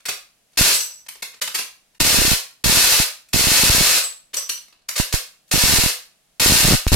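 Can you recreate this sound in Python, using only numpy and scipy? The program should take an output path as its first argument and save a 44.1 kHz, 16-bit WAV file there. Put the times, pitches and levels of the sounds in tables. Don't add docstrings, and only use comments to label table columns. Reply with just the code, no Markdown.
import sys
import numpy as np
from scipy import signal
from scipy.fft import rfft, irfft
from scipy.io import wavfile
from scipy.ndimage import uniform_filter1d

SR = 44100
rng = np.random.default_rng(int(sys.argv[2]) if len(sys.argv) > 2 else 0)


def makeup_ratio(level_db):
    decades = np.asarray(level_db, float) / 20
    return 10 ** decades


def wav_record(signal):
    frames = np.transpose(np.atleast_2d(signal))
    bounded = np.clip(frames, -1, 1)
    quanta = np.round(bounded * 32767).astype(np.int16)
    wavfile.write(sys.argv[1], SR, quanta)


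N = 306495


def unit(x):
    return x / np.sqrt(np.sum(x ** 2, -1, keepdims=True))


def read(points, hz):
    f, value = np.transpose(points)
    return np.interp(np.log(hz + 1), np.log(f + 1), value)


def add(mix, start_s, sound):
    part = mix[..., max(round(start_s * SR), 0):][..., :sound.shape[-1]]
    part += sound[..., :part.shape[-1]]


def paired(x, db, size):
    # frequency in Hz, left-right likeness from 0 to 1.
    likeness = [(60, .7), (640, .35), (1410, .4), (3100, .1), (6820, 0), (15000, .1)]
    hz, t, z = signal.stft(x, SR, nperseg=size)
    same = np.clip(read(likeness, hz), -1, 1)[:, None]
    right = same * z[0] + np.sqrt(1 - same ** 2) * z[1]
    z = np.array([z[0], right]) * makeup_ratio(db(hz[:, None], t))
    return signal.istft(z, SR, nperseg=size)[1][:, :x.shape[1]]


def floor(level_db=-63.5, treble_db=0.5, lull_treble_db=-3.5):
    # frequency in Hz, level in dB per Hz.
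    air_colour = [(15, -20), (25, -4), (70, -26), (145, -15), (384, -22.5), (695, -18), (962, -26),
                  (2840, -23.5), (11000, -26.5), (16000, -37.5)]
    lull_start_s, lull_end_s, lull_fade_s = 4.62, 4.89, .15

    def shape(hz, t):
        lull = np.clip((t - lull_start_s) / lull_fade_s, 0, 1) * (t < lull_end_s)
        tilt_db = treble_db + lull_treble_db * lull
        return read(air_colour, hz) + tilt_db * np.log2(1 + hz / 2000)

    air = paired(rng.standard_normal((2, N)), shape, size=2048)
    return makeup_ratio(level_db) * unit(air) * np.sqrt(N)


def crack(near_surfaces=True, twist=-0.6):
    # frequency in Hz, level in dB per Hz.
    spark_colour = [(88, -46), (150, -11.5), (484, -9), (662, -11.5), (1020, -11.5), (1240, -11.5),
                    (1690, -8), (1940, -9), (2650, -5), (2870, -6.5), (4160, -4), (12700, -9),
                    (16000, -22.5)]
    # frequency in Hz, width in Hz, height in dB.
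    humps = [(2710, 120, 1.5), (4200, 130, 2.5), (5150, 200, 2)]
    hz = abs(np.fft.fftfreq(4096, 1 / SR))
    db = read(spark_colour, np.clip(hz, 160, 15500))
    if near_surfaces:
        db = db + sum(height / (1 + ((hz - f) / wide) ** 2) for f, wide, height in humps)
    bass_loss = hz ** 2 / (hz ** 2 + 300 ** 2)
    log_gain = np.log(makeup_ratio(db) * bass_loss + 1e-5)
    pulse = np.fft.ifft(np.exp(np.conj(signal.hilbert(log_gain)))).real
    pulse = -(signal.hilbert(np.roll(pulse, 26)) * np.exp(-1j * twist)).real[:2048]
    return unit(pulse * np.minimum(np.arange(2048) / 20, 1))


def flares(grain_db=2.0, grains_per_s=9000, tick_ms=10):
    # centre in seconds, level in dB, length in ms, brightness in dB per octave.
    arcs = [(0.058, -15, 14, -1.5), (0.09, -14.5, 20, -2), (0.746, -27, 81, 6), (0.807, -31, 7.6, 6),
            (.9, -56, 56, 0), (1.087, -20.5, 6.3, 2), (1.155, -37, 9.4, -6.5), (1.226, -14.5, 12.7, -1.5),
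            (1.343, -42, 21, -8), (1.42, -13, 17, -0.5), (1.477, -17.5, 8.6, -3), (1.551, -15.5, 28, -0.5),
            (1.588, -17, 26, -1), (4.041, -39.5, 27, 6), (4.336, -32.5, 9.5, -9), (4.343, -22.5, 13, 1.5),
            (4.376, -37, 11, 8.5), (4.495, -15.5, 10.9, 1.5), (4.575, -35, 12, 0), (4.889, -15.5, 8.8, 0),
            (4.964, -16.5, 26, -1), (6.878, -19, 18, 1.5)]
    # centre in
    # seconds, level in dB, brightness in dB per octave.
    ticks = [(.004, -51, -9), (0.519, -58, 2), (.534, -50, -4.5), (.557, -49.5, -3.5), (1.066, -48, -13),
             (1.949, -46.5, -4), (1.979, -57.5, -2.5), (3.288, -46, 2.5), (4.432, -48, 3), (4.683, -45, -4),
             (4.727, -51, -10), (4.791, -57, -8), (4.82, -64, -13), (5.48, -53.5, 1), (5.491, -56.5, 5.5)]
    # centre in seconds, level in dB, length in ms.
    whines = [
        [(.79, -32, 40), (.81, -28, 20), (.878, -52, 19), (.912, -43, 22), (1.0, -58, 56), (4.37, -23.5, 11),
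         (4.384, -25, 9.9), (4.42, -53, 20), (4.498, -26.5, 10), (1.588, -42, 25)],
        [(.748, -33, 38), (.785, -33, 24), (.82, -34, 22), (.88, -61, 25), (.94, -57, 65), (4.043, -29.5, 32),
         (4.369, -22, 8.2), (4.43, -61, 20), (1.421, -51, 17)],
    ]
    # frequency in Hz, level in dB, t60 in seconds.
    ring_modes = [
        [(5904, 7, 0.081), (6040, 2.5, 0.017), (5630, -2.5, 0.0026), (12200, -2, 0.04), (11800, -7.5, 0.01)],
        [(7900, 8, 0.03), (7880, 5, 0.016), (567, -17.5, 0.061)],
    ]

    sputter = rng.standard_normal(N) * makeup_ratio(grain_db * rng.exponential(1, N))
    sputter = sputter * (rng.random(N) < grains_per_s / SR)
    sputter = unit(sputter) * np.sqrt(N)
    dull = signal.lfilter(*signal.butter(1, 3500, fs=SR), sputter)
    bright = sputter - dull

    swells = np.zeros((2, N))
    for centre_s, db, ms, bright_db in arcs + [(s, db, tick_ms, tilt) for s, db, tilt in ticks]:
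        shares = makeup_ratio([db - bright_db, db + 2 * bright_db])
        add(swells, centre_s - ms / 2000, np.outer(shares, np.hanning(round(ms * SR / 1000) + 2)))
    hiss = swells[0] * dull + swells[1] * bright
    hiss = signal.lfilter(*signal.butter(2, 60, "high", fs=SR), hiss)
    hiss = hiss - 0.43 * signal.lfilter(*signal.iirpeak(480, .9, fs=SR), hiss)

    t = np.arange(SR // 2) / SR
    whine = np.zeros(N)
    for rows, modes in zip(whines, ring_modes):
        swell = np.zeros(N)
        for centre_s, db, ms in rows:
            add(swell, centre_s - ms / 2000, makeup_ratio(db) * np.hanning(round(ms * SR / 1000) + 2))
        ring = sum(makeup_ratio(db) * unit(makeup_ratio(-60 * t / t60) * np.sin(2 * np.pi * f * t)) for f, db, t60 in modes)
        whine += signal.fftconvolve(swell * sputter, ring)[:N]
    return hiss, signal.sosfilt(signal.butter(4, 430, "high", fs=SR, output="sos"), whine)


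def sparks(sparks_per_s=600, jitter=.45, spread_db=2.0, first_db=9.5):
    # start in seconds, end in seconds, crest in dB, place of the crest from 0 to 1, sag by the end in dB.
    runs = [
        (0.574, 0.725, -12.5, .1, -2),
        (2.002, 2.013, -10.5, .4, 0.5),
        (2.044, 2.334, -13.5, .05, -2.5),
        (2.641, 3.021, -12.5, .3, -2.5),
        (3.333, 3.983, -13, .3, -1.5),
        (4.979, 5.006, -17.5, .9, -1),
        (5.126, 5.153, -17, .85, -3),
        (5.514, 5.897, -13.5, .6, -6.5),
        (6.398, 6.739, -12.5, .1, -2.5),
        (6.919, 6.95, -11.5, .25, -3),
    ]
    opening_db, release_s, release_db = -3, .018, -17
    out = np.zeros(N)
    density_gain = np.sqrt(SR / sparks_per_s)
    for start, end, crest_db, place, sag_db in runs:
        crest_s = start + np.clip(place, .02, .98) * (end - start)
        s = [start, crest_s, end, end + release_s]
        db = crest_db + np.array([opening_db, 0, sag_db, sag_db + release_db])
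        luck = rng.standard_normal((600, 2))
        waits = np.exp(jitter * luck[:, 0] - jitter ** 2 / 2)
        at = start + (np.cumsum(waits) - waits[0]) / sparks_per_s
        fired = at < min(s[-1], (N - 1) / SR)
        size = makeup_ratio(np.interp(at, s, db) + spread_db * luck[:, 1]) * density_gain
        size[0] = makeup_ratio(db[0] + first_db) * density_gain
        np.add.at(out, np.round(at[fired] * SR).astype(int), size[fired])
    return out


def tail():
    # frequency in Hz, t60 in seconds.
    decay = [(250, 0.21), (660, 0.34), (1740, 0.35), (4590, 0.33), (12100, 0.3)]
    taps = np.zeros((2, SR))
    at = np.arange(100, SR - 12, 12) + rng.integers(0, 12, (2, (SR - 101) // 12))
    np.put_along_axis(taps, at, rng.choice([-1., 1.], at.shape), 1)

    def fade(hz, t):
        return -60 * t / read(decay, hz)

    return unit(paired(taps, fade, size=256) * (np.arange(SR) > 100))


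def evened(path):
    z = rfft(path)
    broad = uniform_filter1d(uniform_filter1d(abs(z) ** 2, size=90), size=90)
    even = irfft(z / np.sqrt(broad))
    return unit(even * (np.arange(even.shape[1]) < .75 * SR))


def room(x, direct_db=-5.0, early_db=-5.0, wander_hz=13.):
    out = np.zeros((2, N))
    turn = 2 * np.pi * wander_hz * np.arange(N) / SR
    lead = 200
    early_fade = np.exp(-np.arange(SR) / SR / 0.001)
    for k, right_at in enumerate((0, 1, 3, 1)):
        share = np.sqrt(2 / 4) * abs(np.cos(turn / 2 + k * np.pi / 4))
        far = tail()
        path = far + makeup_ratio(early_db) * unit(far * early_fade)
        path[[0, 1], [1, right_at]] += makeup_ratio(direct_db) / 1.395
        path = evened(np.roll(path, lead, axis=1))
        out += signal.fftconvolve((x * share)[None], path, axes=1)[:, lead + 1:N + lead + 1]
    return out


def thumps(depth=1.0, hold=0.65):
    # start in seconds, depth from 0 to 1, length in ms.
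    right_knocks = [(2.0082, 0.37, 1.7), (2.1846, 0.4, 1.9), (2.1888, 0.6, 2.9), (2.219, .6, 1.05),
                    (2.2525, 0.45, 1.1), (2.2799, 0.4, 2.1), (2.316, 0.7, 2.45), (2.3333, 0.33, 2.7),
                    (2.6592, 0.65, 2.7), (2.6743, 0.3, 5), (2.6976, 0.6, 1.84), (2.7722, 0.33, 2.5),
                    (3.3435, 0.73, 2), (3.361, 0.54, 1.8), (3.4712, 0.18, 2.9), (3.749, .42, 1.5),
                    (3.806, .44, 1.55), (4.9996, 1, 2.06), (5.1404, 0.62, 4.2), (5.5387, 0.65, 1.97),
                    (5.5454, .5, 1.8), (5.558, .47, 1.06), (5.5784, .33, 2.1), (5.638, 0.73, 2.8),
                    (5.6957, 0.37, 1.4), (5.7373, 0.57, 2.2), (5.7862, 0.6, 3.3), (5.8378, .46, 1.9),
                    (5.8612, .53, 2.3), (6.7495, .6, 2.6)]
    # start in seconds, left depth and right depth from 0 to 1, length in ms.
    both_knocks = [(0.6107, .27, 0.66, 2.53), (3.0002, 0.14, .52, 2.2), (3.517, 0.35, 0.08, 1.6),
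                   (3.6356, 0.32, 0.4, 1.7), (3.6985, 0.4, 0.47, 4.5), (3.7817, 0.22, .14, 2.5),
                   (3.8112, 0.2, 0.42, 2.2), (6.461, .3, 0.53, 1.55), (6.4989, 0.2, .52, 2.1),
                   (6.5088, 0.24, 0.2, 1.1), (6.5222, .53, 0.56, 2.2), (6.645, 0.23, .44, 3.2),
                   (6.6518, .4, 0.67, 2.4), (6.6808, .13, 0.6, 2.6), (6.687, .35, .5, 1.4),
                   (6.7067, .16, .6, 2.3), (6.7121, 0.4, .56, 1.8), (6.7235, .7, 0.54, 1.25),
                   (6.7344, .64, .7, 2.4), (6.7412, .9, 0.1, 2.4), (6.8673, 0.46, 0.54, 6.2),
                   (6.9196, 0.9, 0.4, 5.2), (6.9262, .33, 0.6, 2.4), (6.9349, 0, 1, 4.3),
                   (6.9457, 0.35, 1, 3.7)]
    # start in seconds, end in seconds, mean right depth from 0 to 1.
    nudges = [
        (.595, 0.607, 0.16),
        (2.015, 2.278, 0.25),
        (2.643, 2.762, 0.19),
        (3.352, 3.505, 0.25),
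        (3.597, 3.845, 0.13),
        (5.642, 5.8, 0.17),
        (6.409, 6.68, 0.21),
    ]
    nudge_gap_s, nudge_ms, nudge_left = .024, 1.6, 0.09
    out = np.zeros((2, N))
    knocks = both_knocks + [(s, 0, right, ms) for s, right, ms in right_knocks]
    for start, end, right in nudges:
        luck = rng.uniform(.5, 1.5, (30, 4))
        at = start + nudge_gap_s * (np.cumsum(luck[:, 0]) - luck[0, 0])
        for s, (a, b, c) in zip(at, luck[:, 1:]):
            if s < end:
                knocks.append((s, nudge_left * right * a, right * b, nudge_ms * c))
    for s, left, right, ms in knocks:
        u = np.arange(round(3 * ms * SR / 1000)) / (ms * SR / 1000)
        jump = np.clip(u * ms / 0.05, 0, 1)
        slide = np.exp(-(np.maximum(u - hold, 0) / 0.39) ** 2)
        add(out, s, depth * np.outer([left, right], jump * slide))
    return out


def scene():
    hiss, whine = flares()
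    spark_sound = signal.fftconvolve(sparks(), crack())
    arc_sound = signal.fftconvolve(hiss, crack(near_surfaces=False))
    dry = (spark_sound + arc_sound)[:N] + whine
    return room(dry) * makeup_ratio([[-.2], [.2]]) + floor()


def hushed(x):
    # attack in seconds, wiped length in ms.
    wipes = [(.0535, 4), (.5715, 5), (1.083, 8), (1.22, 5), (1.411, 11), (1.997, 14), (2.639, 7), (4.33, 4),
             (4.882, 3), (5.51, 3), (6.397, 4)]
    wipe = np.zeros(N)
    for attack_s, ms in wipes:
        add(wipe, attack_s - ms / 1000, signal.windows.tukey(round(ms * SR / 1000), .4))
    return x * makeup_ratio(-28 * wipe)


def top_cut(x):
    return signal.sosfilt(signal.butter(12, 16690, fs=SR, output="sos"), x)


def record(dry):
    knock = thumps()
    squeezed = dry * makeup_ratio(-14 * np.minimum(knock, .6))
    sag = 7 * uniform_filter1d(dry ** 2, 60, axis=1) ** 2
    x = .95 * np.tanh((squeezed - knock - sag) / .95)
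    x = signal.sosfilt(signal.butter(2, 16, "high", fs=SR, output="sos"), x)
    x = hushed(x)
    treble_edge = signal.firwin(511, 16050, window=("kaiser", 8), fs=SR)
    x = signal.oaconvolve(x, treble_edge[None], "same", axes=1)
    return top_cut(x)


dry = scene()
out = record(dry)
wav_record(out)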